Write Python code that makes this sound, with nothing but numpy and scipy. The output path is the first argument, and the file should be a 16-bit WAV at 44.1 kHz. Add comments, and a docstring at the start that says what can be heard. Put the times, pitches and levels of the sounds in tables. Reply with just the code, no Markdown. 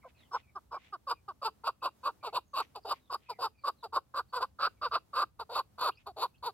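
"""A partridge clucks a few metres away on a dry, open hillside, in quick notes that grow longer and louder.
Its syrinx membrane pulses through throat and mouth resonances; turbulent air adds the rasp.
A harsh cluck has a softer lead-in, bursts into a rattle and drops in pitch as the membrane slackens;
between clucks come falling notes that clear as they sink. Small birds chirp far off, something dry
rustles now and then, and the air hisses and rumbles faintly. Stones and scrub add a short scatter."""
import sys
import numpy as np
from scipy import signal
from scipy.fft import rfft, irfft, next_fast_len
from scipy.io import wavfile
from scipy.ndimage import uniform_filter1d

SR = 44100
rng = np.random.default_rng(int(sys.argv[2]) if len(sys.argv) > 2 else 0)


def int16_out(signal):
    """Quantize to a 16-bit WAV file."""
    q = np.round(np.clip(np.atleast_2d(signal).T, -1, 1) * 32767)
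    wavfile.write(sys.argv[1], SR, q.astype(np.int16))


N = 287973
TIME = np.arange(N) / SR


def from_db(db):
    return 10 ** (np.asarray(db) / 20)


def ramp(x):
    return np.clip(x, 0, 1)


def unit_rms(x):
    return x / np.sqrt(np.mean(x ** 2) + 1e-20)


def hold_rms(x, size):
    """Rms 1 over about `size` samples; faster flutter stays."""
    return x / np.sqrt(uniform_filter1d(uniform_filter1d(x * x, size), size) + 1e-12)


def at_time(rows, t):
    times, *columns = np.transpose(rows)
    return [np.interp(t, times, column) for column in columns]


def at_hz(rows, hz):
    points_hz, values = np.transpose(rows)
    return np.interp(np.log(hz), np.log(points_hz), values)


def bins_hz(x):
    return np.maximum(np.fft.rfftfreq(x.shape[-1], 1 / SR), 1)


def colour(x, spectrum):
    """Filter by a table of f/Hz, gain/dB."""
    return irfft(rfft(x) * from_db(at_hz(spectrum, bins_hz(x))), x.shape[-1])


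def drift(rate_hz, size):
    """Smooth random curve, rms 1."""
    white = rng.standard_normal(size)
    return unit_rms(irfft(rfft(white) / (1 + (bins_hz(white) / rate_hz) ** 4), size))


def resonance(x, hz, width_hz):
    """Two-pole band-pass, peak gain 1."""
    r = np.exp(-np.pi * width_hz / SR)
    feedback = [1, -2 * r * np.cos(2 * np.pi * hz / SR), r * r]
    return signal.lfilter(np.array([1, 0, -1]) * (1 - r * r) / 2, feedback, x)


def peak_eq(x, hz, width_hz, gain_db):
    return x + (from_db(gain_db) - 1) * resonance(x, hz, width_hz)


# Left-right coherence: f/Hz, coherence/0-1
COHERENCE = [(60, 0.87), (600, 0.061), (2000, 0.25), (5000, 0)]
def diffuse(size):
    """White noise from all sides, alike in both ears in the bass."""
    white = rng.standard_normal((2, size))
    coherence = at_hz(COHERENCE, bins_hz(white))
    mid, side = rfft(white) * np.sqrt([1 + coherence, 1 - coherence])
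    return irfft(np.array([mid + side, mid - side]), size)


def stereo_noise(spectrum):
    return unit_rms(colour(diffuse(next_fast_len(N, True)), spectrum)[:, :N])


# Air hiss: f/Hz, gain/dB
AIR_SPECTRUM = [(60, -23), (200, -3), (400, -12.5), (1000, -15), (1700, -24), (2500, -27), (4000, -27),
                (7000, -29), (15000, -29.5)]
def air(level_db=-72, waver_db=1.8):
    """Faint, wavering open-air hiss."""
    return from_db(level_db + waver_db * drift(5.2, N)) * stereo_noise(AIR_SPECTRUM)


# Wind trend: t/s, level/dB
WIND_LEVEL = [(0, -70), (1.5, -70.5), (3, -71.5), (4.4, -68), (6.5, -68)]
# Wind rumble: f/Hz, gain/dB
WIND_SPECTRUM = [(22, -32), (32, -31), (42, -15), (62, 3), (90, -2), (125, -2.5), (200, -18), (400, -34.5),
                 (2000, -65.5)]
def wind(gust_db=1.5, gust_hz=6.6):
    """Gusty rumble that freshens slightly."""
    level_db = at_time(WIND_LEVEL, TIME)[0] + gust_db * drift(gust_hz, N)
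    return from_db(level_db) * stereo_noise(WIND_SPECTRUM)


# Dry rustles: centre t/s, half length/s, level/dB
RUSTLE_SWELLS = [(.095, 0.019, -68), (0.207, 0.031, -69), (0.374, 0.032, -58), (0.844, 0.062, -64.5),
                 (2.618, 0.029, -55.5), (2.693, 0.05, -80), (2.938, 0.051, -63.5), (3.26, 0.055, -72),
                 (6.007, .02, -68.5)]
# Rustle noise: f/Hz, gain/dB
RUSTLE_SPECTRUM = [(900, -10), (1600, -9.5), (2200, -0.5), (3500, -6.5), (4500, -16), (7000, -22.5),
                   (15000, -46)]
def rustles(grain_db=2):
    """Short, soft swells of grainy noise."""
    swells = sum(from_db(db) * np.exp(-((TIME - centre_s) / half_s) ** 2)
                 for centre_s, half_s, db in RUSTLE_SWELLS)
    grain = from_db(grain_db * drift(200, N))
    return swells * grain * stereo_noise(RUSTLE_SPECTRUM)


# Return from the scrub: f/Hz, gain/dB
SCRUB_SPECTRUM = [(300, -7), (1100, -36), (2500, -15), (4500, -25.5), (8000, -23), (14000, -12)]
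def hillside(x, t60_s, build_s, size=22050):
    """Stones and scrub throw back a thin, short scatter."""
    t = TIME[:size]
    tail = diffuse(size) * from_db(-60 * t / t60_s) * (1 - np.exp(-t / build_s))
    tail /= np.sqrt(np.sum(tail ** 2, axis=1, keepdims=True))
    tail = colour(tail, SCRUB_SPECTRUM)
    return signal.fftconvolve(x, tail[:, :size // 2], axes=1)[:, :N]


# Far chirps: t/s, length/s, first f/Hz, middle f/Hz, last f/Hz, relative level/dB
FAR_CHIRPS = [ (.01, 0.066, 2250, 2190, 2260, -64), (0.153, 0.13, 4250, 3700, 2550, -68),
              (0.143, 0.047, 2550, 2530, 2320, -71), (0.219, 0.022, 2200, 2140, 2050, -67),
              (0.424, 0.042, 2520, 2490, 2280, -70), (0.458, 0.063, 2380, 2250, 2260, -68),
              (0.723, 0.074, 2600, 2280, 2150, -64), (1.134, 0.072, 2600, 2430, 2300, -71),
              (1.63, .04, 2050, 2120, 2220, -66.5), (1.803, 0.085, 2560, 2560, 2320, -61),
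              (1.962, 0.12, 6650, 6550, 6100, -81), (2.205, 0.11, 2400, 2260, 2060, -60),
              (2.428, 0.28, 6650, 6300, 5820, -76), (2.784, 0.2, 5000, 4800, 4500, -71.5),
              (2.978, 0.15, 3900, 3700, 3400, -75.5), (3.201, 0.064, 3300, 3000, 2700, -76),
              (3.251, 0.14, 2550, 2366, 1810, -62), (3.527, 0.12, 2550, 2380, 2250, -72),
              (3.56, 0.15, 4700, 4500, 4700, -71), (3.767, 0.11, 4250, 3780, 3360, -69.5),
              (4.28, 0.051, 4400, 4500, 4600, -68), (4.763, .05, 2350, 2250, 2180, -75),
              (5.905, 0.028, 2600, 2730, 3440, -58.5), (5.942, 0.029, 4250, 4480, 4780, -65),
              (5.968, 0.021, 3150, 2530, 3200, -61), (5.969, 0.017, 5500, 5100, 5760, -66),
              (6.338, 0.028, 2650, 2750, 3450, -67.5), (6.377, 0.013, 4200, 4400, 4880, -72)]
def far_birds(waver=0.037, flutter_db=4.5):
    """Thin whistles glide through three pitches and flutter on their way through the air."""
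    chirps = np.zeros(N)
    wobble = 1 + waver * drift(500, N)
    flutter = from_db(flutter_db * drift(130, N))
    for start_s, length_s, *glide_hz, level_db in FAR_CHIRPS:
        on = (TIME >= start_s) & (TIME < start_s + length_s)
        progress = (TIME[on] - start_s) / length_s
        pitch_hz = np.polyval(np.polyfit([0, .5, 1], glide_hz, 2), progress) * wobble[on]
        envelope = from_db(level_db) * np.sin(np.pi * progress) * flutter[on]
        chirps[on] += envelope * np.sin(2 * np.pi * np.cumsum(pitch_hz) / SR)
    return np.array([chirps, chirps])


def syrinx(pitch_hz, rough, jitter=0.0829, lurch=.11, rattle_hz=185, rattle_bend=0.18):
    """Membrane pulses and airflow. Driven hard, the pitch lurches and a rattle chops and bends them."""
    size = len(pitch_hz)
    rattle = np.sin(2 * np.pi * np.cumsum(rattle_hz * (1 + .25 * drift(58.3, size))) / SR)
    unrest = jitter * drift(240, size) + lurch * drift(45.07, size) + rattle_bend * rattle
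    phase = 2 * np.pi * np.cumsum(pitch_hz * (1 + rough * unrest)) / SR
    shimmer = drift(240, size)
    opening = from_db(rough * (3.5 * rattle + 3 * shimmer))
    pulses = unit_rms(sum(np.cos(k * phase) for k in range(1, 15)))
    airflow = opening ** 0.19 * (1 + 0.17 * np.cos(phase))
    return pulses * opening, airflow


# Voice colour with the throat at rest: f/Hz, gain/dB
THROAT_SPECTRUM = [(200, -22.5), (330, 1), (460, 0), (680, 0), (1000, 0.5), (1300, -3.5), (1550, -8),
                   (1750, -24), (2000, -25.5), (2700, -38), (3600, -26)]
def throat(source, throat_hz, shut, rest_hz=1104, follow=0.35, bypass=0.048):
    """The voice colour follows the throat resonance; closing the beak trades that for a lower one."""
    beak_open = resonance(source, throat_hz, width_hz=230)
    beak_shut = resonance(source, 698, width_hz=99)
    spectrum = np.array(THROAT_SPECTRUM) * [(throat_hz / rest_hz) ** follow, 1]
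    return colour((1 - shut) * beak_open + shut * beak_shut + bypass * source, spectrum)


# Mouth shape: t/s, main peak f/Hz, lower peak gain/dB, valley gain/dB
MOUTH_SHAPE = [(.35, 5400, 0, -3), (.9, 4845, 11, -9), (2.4, 4470, 12.5, -1.5), (3.15, 4800, 4.5, 4.5),
               (4.2, 4610, 0, 8), (4.9, 4660, 5, 13), (5.85, 4470, 0.5, 5.5), (6.47, 4450, -1, 6)]
# Rasp colour with the mouth at rest: f/Hz, gain/dB
RASP_SPECTRUM = [(1400, -11), (2100, -18.5), (2700, -4.5), (3200, -9), (3850, 0.5), (4200, 4), (4650, 10),
                 (5150, -4), (5800, -37.5), (7000, -43)]
def mouth(source, at_s, rest_hz=4627, spread=.045):
    """Mouth shape slides the upper resonances together; two lower ones shift from note to note."""
    main_hz, lower_db, valley_db = at_time(MOUTH_SHAPE, at_s)
    lower_shift, middle_shift = 1 + spread * rng.standard_normal(2)
    rasp = colour(source, np.array(RASP_SPECTRUM) * [main_hz / rest_hz, 1])
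    rasp = peak_eq(rasp, 1950, width_hz=410, gain_db=valley_db)
    rasp = peak_eq(rasp, 2640 * lower_shift, width_hz=400, gain_db=lower_db)
    rasp = peak_eq(rasp, 3750 * middle_shift, width_hz=65, gain_db=7)
    return peak_eq(rasp, main_hz, width_hz=120, gain_db=4.5)


# Treble trend: t/s, level re rasp/dB, gain at 7900 Hz/dB
TREBLE_TREND = [(.3, -11, 3), (3.3, -9.5, -2), (4.4, -8.5, 3), (4.62, -18.5, 1), (4.96, -19.5, -1.5),
                (5.18, -11, 2), (5.85, -10, -9.5), (6.5, -9, -14)]
# Treble hiss: f/Hz, gain/dB
TREBLE_SPECTRUM = [(5000, -39.5), (6000, -9), (6900, -10.5), (7600, 0.5), (8600, -11.5), (9300, -11.5),
                   (10400, -8), (11600, 0), (12200, -10), (12900, -5.5), (13500, -11), (15800, -17.5)]
def treble_hiss(hiss, rough, at_s):
    """Crackling air noise above the rasp."""
    level_db, lift_db = at_time(TREBLE_TREND, at_s)
    crackle = from_db(1.5 * (1.27 + rough) * drift(270, len(hiss)))
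    treble = peak_eq(colour(crackle * hiss, TREBLE_SPECTRUM), 7900, width_hz=1100, gain_db=lift_db)
    return from_db(level_db) * hold_rms(treble, size=900)


def pressure(level_db, size=160):
    """Air pressure takes a few milliseconds to change."""
    return uniform_filter1d(from_db(level_db), size)


def vocal_tract(t, start_s, length_s, pitch_hz, rough, throat_hz, shut, voice_db, rasp_db,
                turbulence=2.05, edge_s=0.0014, ring=0.35):
    """Voice and rasp of one note: air tears at the membrane as it opens; the throat rings on briefly."""
    middle_s = start_s + length_s / 2
    rough, shut = ramp(rough), ramp(shut)
    pulses, airflow = syrinx(pitch_hz, rough)
    hiss = airflow * rng.standard_normal((3, len(t)))
    voice = throat(pulses + turbulence * rough * hiss[0], throat_hz, shut)
    treble = treble_hiss(hiss[2], rough, middle_s)
    rasp = mouth(pulses + (.5 + rough) * hiss[1], middle_s)
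    gate = ramp(np.minimum(t, length_s - t) / edge_s)
    stutter = hold_rms(from_db(3.5 * rough * drift(74, len(t))), size=900)
    voice = gate * pressure(voice_db) * stutter * hold_rms(voice, size=220)
    rasp = gate * pressure(rasp_db) * (hold_rms(rasp, size=400) + stutter * treble)
    return (1 - ring / 2) * voice + ring * resonance(voice, throat_hz, width_hz=75), rasp


SWELL_S, RASP_AHEAD_S = 0.015, .005
def effort(t, length_s, climax_s, hold_s, lead_db, peak_db, rasp_peak_db, rasp_rise_db, rasp_fall_db,
           release_curve, attack_s=0.0075, end_db=-58):
    """Voice and rasp levels in dB. The voice catches, then swells; the rasp peaks just ahead of it."""
    def release(top_s):
        return ramp((t - top_s - hold_s) / max(length_s - top_s - hold_s, attack_s))

    onset_db = 17 * ramp(1 - t / attack_s)
    catch_db = 2.5 * np.exp(-((t - climax_s + SWELL_S) / 0.0026) ** 2)
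    voice_db = lead_db + (peak_db - lead_db) * ramp(1 + (t - climax_s) / SWELL_S)
    voice_db += (end_db - peak_db) * release(climax_s) ** release_curve
    rasp_climax_s = max(climax_s - RASP_AHEAD_S, attack_s)
    rasp_db = rasp_peak_db - rasp_rise_db * ramp(1 - t / rasp_climax_s)
    rasp_db -= rasp_fall_db * release(rasp_climax_s) ** 0.87
    return voice_db - onset_db - catch_db, rasp_db - onset_db


def falling_note(t, length_s, climax_s, lead_db, peak_db, rasp_peak_db, first_hz, last_hz, first_rough,
                 throat_hz, shut, clear_rough=0.17):
    """Tract controls: a hoarse start clears to a reedy tone that sinks ever faster as the beak closes."""
    progress = ramp(t / length_s)
    clear = ramp(1 + (progress - .55) / 0.32)
    pitch_hz = first_hz + (last_hz - first_hz) * progress ** 1.6
    rough = first_rough + (clear_rough - first_rough) * clear
    voice_db, rasp_db = effort(t, length_s, climax_s, 0, lead_db, peak_db, rasp_peak_db,
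                               rasp_rise_db=14.5, rasp_fall_db=23.5, release_curve=1.84)
    return pitch_hz, rough, throat_hz, shut * clear, voice_db, rasp_db


def harsh_cluck(t, length_s, climax_s, hold_s, lead_db, peak_db, rasp_peak_db, lead_hz, peak_hz,
                lead_rough, peak_rough, throat_hz, shut,
                burst_s=.02, slack_s=.029, slack_hz=263, slack_rough=0.36):
    """Tract controls: the lead-in sags, bursts into a rattle as the beak opens; the membrane slackens."""
    burst = ramp(1 + (t - climax_s + RASP_AHEAD_S) / burst_s)
    slack = ramp(1 + (t - length_s) / slack_s)
    sag = 0.0902 * np.exp(-((t - climax_s + SWELL_S) / 0.01085) ** 2)
    # surges of strain: higher, rougher, thinner
    surge = burst * (1 - slack) * drift(55.6, len(t))
    pitch_hz = (lead_hz + (peak_hz - lead_hz) * burst) * (1 + .055 * surge - sag)
    pitch_hz += (slack_hz - pitch_hz) * slack ** 1.1
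    rough = lead_rough + (peak_rough - lead_rough) * burst + .17 * surge
    rough += (slack_rough - rough) * ramp(2 * slack)
    voice_db, rasp_db = effort(t, length_s, climax_s, hold_s, lead_db, peak_db, rasp_peak_db,
                               rasp_rise_db=22, rasp_fall_db=29, release_curve=1.67)
    return pitch_hz, rough, throat_hz, shut * (1 - burst), voice_db - 1.13 * surge, rasp_db


# Shading of the right microphone: f/Hz, right minus left/dB
RIGHT_SHADE = [(300, 2), (900, -1), (1450, 3), (2000, -3.5), (3100, 3.5), (3900, 0.5), (4500, -4.5),
               (5100, 3), (6500, -3), (7600, -21.5), (8600, -6), (11500, -23.5), (15000, -9.5)]
def at_microphones(x, lag_s):
    """The right microphone hears the bird later and duller."""
    hz = bins_hz(x)
    right = rfft(x) * from_db(at_hz(RIGHT_SHADE, hz)) * np.exp(-2j * np.pi * hz * lag_s)
    return np.array([x, irfft(right, len(x))])


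# Falling notes: t/s, length/s, climax after/s, lead-in level/dB, climax level/dB, rasp level/dB,
# first f/Hz, last f/Hz, first roughness, throat f/Hz, final beak closure/0-1
FALLS = [ (0.029, 0.054, 0.023, -63, -47.5, -90, 569, 434, 1, 1110, 1),
         (0.55, 0.043, 0.014, -53, -37, -64.5, 404.4, 277, 0.25, 1137, 0.06),
         (0.924, 0.044, 0.023, -36.5, -40, -57, 417.6, 273, 0.03, 1173, 0.16),
         (1.279, 0.046, 0.015, -36, -38.5, -57.5, 423, 280, 0.09, 1100, 0.14),
         (2.227, 0.077, 0.049, -39, -35, -43.5, 564.8, 370, 1.17, 1030, 0.64),
         (2.746, 0.05, 0.022, -45, -41, -47.5, 490, 334, 0.83, 990, 0.97),
         (3.288, 0.05, 0.022, -37.5, -38, -43.5, 498, 373, 0.66, 970, 0.9),
         (3.827, 0.05, .022, -39, -38.5, -48, 498, 366, 0.3, 1032, 0.84),
         (4.325, .083, 0.049, -34.5, -30.5, -41.5, 538.5, 448, 0.5, 1148, 0.32),
         (4.813, 0.076, 0.047, -34, -29, -39.5, 638.6, 391, 0.78, 1176, 0.21),
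         (5.39, 0.049, 0.024, -38, -36, -45, 513.6, 370, 0.86, 1050, 0.34),
         (6.059, 0.061, 0.018, -42.5, -40, -50, 457, 327, 0.75, 970, 1),
         (6.425, 0.085, 0.051, -38.5, -31.5, -40, 546, 372.4, 0.83, 990, 0.52)]
# Harsh clucks: t/s, length/s, climax after/s, hold/s, lead-in level/dB, climax level/dB, rasp level/dB,
# lead-in f/Hz, climax f/Hz, lead-in roughness/0-1, climax roughness/0-1, throat f/Hz,
# lead-in beak closure/0-1
HARSH_CLUCKS = [ (0.311, .071, 0.033, 0.019, -44.5, -31, -53, 397.4, 540.5, 0.29, 0.65, 1094, 0.1),
                (0.709, .075, 0.02, 0.04, -43.5, -38, -62, 397.3, 522, 0.9, 0.63, 1084, 0.2),
                (1.068, 0.075, 0.043, 0.012, -35.5, -30, -40.5, 560.5, 512.2, 0.25, 0.54, 1110, 0),
                (1.415, 0.085, 0.044, .016, -37.5, -30.5, -39, 517.7, 486.7, 0.68, 0.32, 1074, .2),
                (1.635, 0.077, 0.043, 0.0093, -39, -26.5, -40, 487.4, 570, 0.37, 0.35, 1098, 0),
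                (1.818, 0.079, .033, 0.016, -36, -29, -40.5, 591, 545, 0.76, 0.56, 1067, 0),
                (2.029, .085, 0.034, 0.02, -42, -28.5, -44, 525.4, 583.8, 0.39, 0.49, 1100, 0.06),
                (2.325, 0.073, 0.04, 0.013, -38, -29, -37.5, 466.5, 583, 0.4, 0.6, 1023, 0.95),
                (2.532, 0.096, 0.044, 0.037, -37.5, -30, -39.5, 552.7, 565, 0.22, 0.74, 1093, 0),
                (2.846, 0.099, 0.068, 0.016, -40, -29.5, -39.5, 424.4, 583.5, 0.55, .71, 1064, 0.97),
                (3.097, .072, 0.042, 0.016, -38.5, -32.5, -43, 541, 548.4, 0.33, 0.93, 1112, 0),
                (3.385, 0.1, 0.044, .034, -40.5, -31.5, -41, 486, 530.2, 0.58, 0.51, 1080, 0.95),
                (3.636, .074, 0.047, 0.011, -34.5, -29, -40.5, 574.6, 571.4, 0.33, 0.68, 1110, 0),
                (3.923, 0.075, 0.042, 0.0073, -36, -23.5, -40.5, 469.7, 573.7, 0.56, 0.62, 1076, 0),
                (4.139, .081, 0.0428, 0.016, -35.5, -30, -43, 606.2, 553.5, 0.6, 0.3, 1206, 0),
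                (4.4, 0.06, 0.032, 0.0023, -36, -25.5, -39.5, 454, 580.6, 0.54, 0.45, 1140, 0.5),
                (4.586, .102, 0.045, 0.041, -36, -29, -37.5, 637.8, 617, 0.83, 0.67, 1303, 0),
                (4.91, 0.08, .047, 0.0022, -32.5, -25.5, -35, 514, 619, 0.63, 0.52, 1186, 0),
                (5.129, 0.12, 0.043, .064, -37.5, -29, -41, 604, 562, 0.62, 0.53, 1208, 0),
                (5.491, 0.13, 0.071, 0.039, -41.5, -30, -39.5, 476, 543.4, .32, 0.68, 1083, 0.95),
                (5.778, 0.13, 0.043, 0.077, -42, -29, -38.5, 494.5, 546, 0.94, 0.46, 1118, 0.12),
                (6.162, .11, 0.068, 0.015, -41, -28, -37, 429, 543.4, 0.74, 0.51, 1018, 0.9)]
def partridge(note_size=8192, pad_s=.01):
    """Both kinds of note through one vocal tract, in stereo."""
    voice, rasp = np.zeros((2, next_fast_len(N + SR, True)))
    t = TIME[:note_size] - pad_s
    for gesture, notes in ((harsh_cluck, HARSH_CLUCKS), (falling_note, FALLS)):
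        for start_s, length_s, *shape in notes:
            controls = gesture(t, length_s, *shape)
            note_voice, note_rasp = vocal_tract(t, start_s, length_s, *controls)
            start = int((start_s - pad_s) * SR)
            voice[start:start + note_size] += note_voice
            rasp[start:start + note_size] += note_rasp
    return (at_microphones(voice, lag_s=50.4e-6) + at_microphones(rasp, lag_s=77.6e-6))[:, :N]


def scene():
    """Partridge and far birds with their scatter, over rustles, air and wind."""
    bird, chirps = partridge(), far_birds()
    far = from_db(-3.5) * chirps + from_db(11.5) * hillside(chirps, t60_s=0.13, build_s=0.0014)
    near = bird + hillside(bird, t60_s=0.18, build_s=0.0018)
    return near + far + rustles() + air() + wind()


def record(dry, cutoff_hz=15850):
    """Steep low-pass."""
    return signal.sosfilt(signal.ellip(12, .1, 80, cutoff_hz, fs=SR, output="sos"), dry)


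dry = scene()
out = record(dry)
int16_out(out)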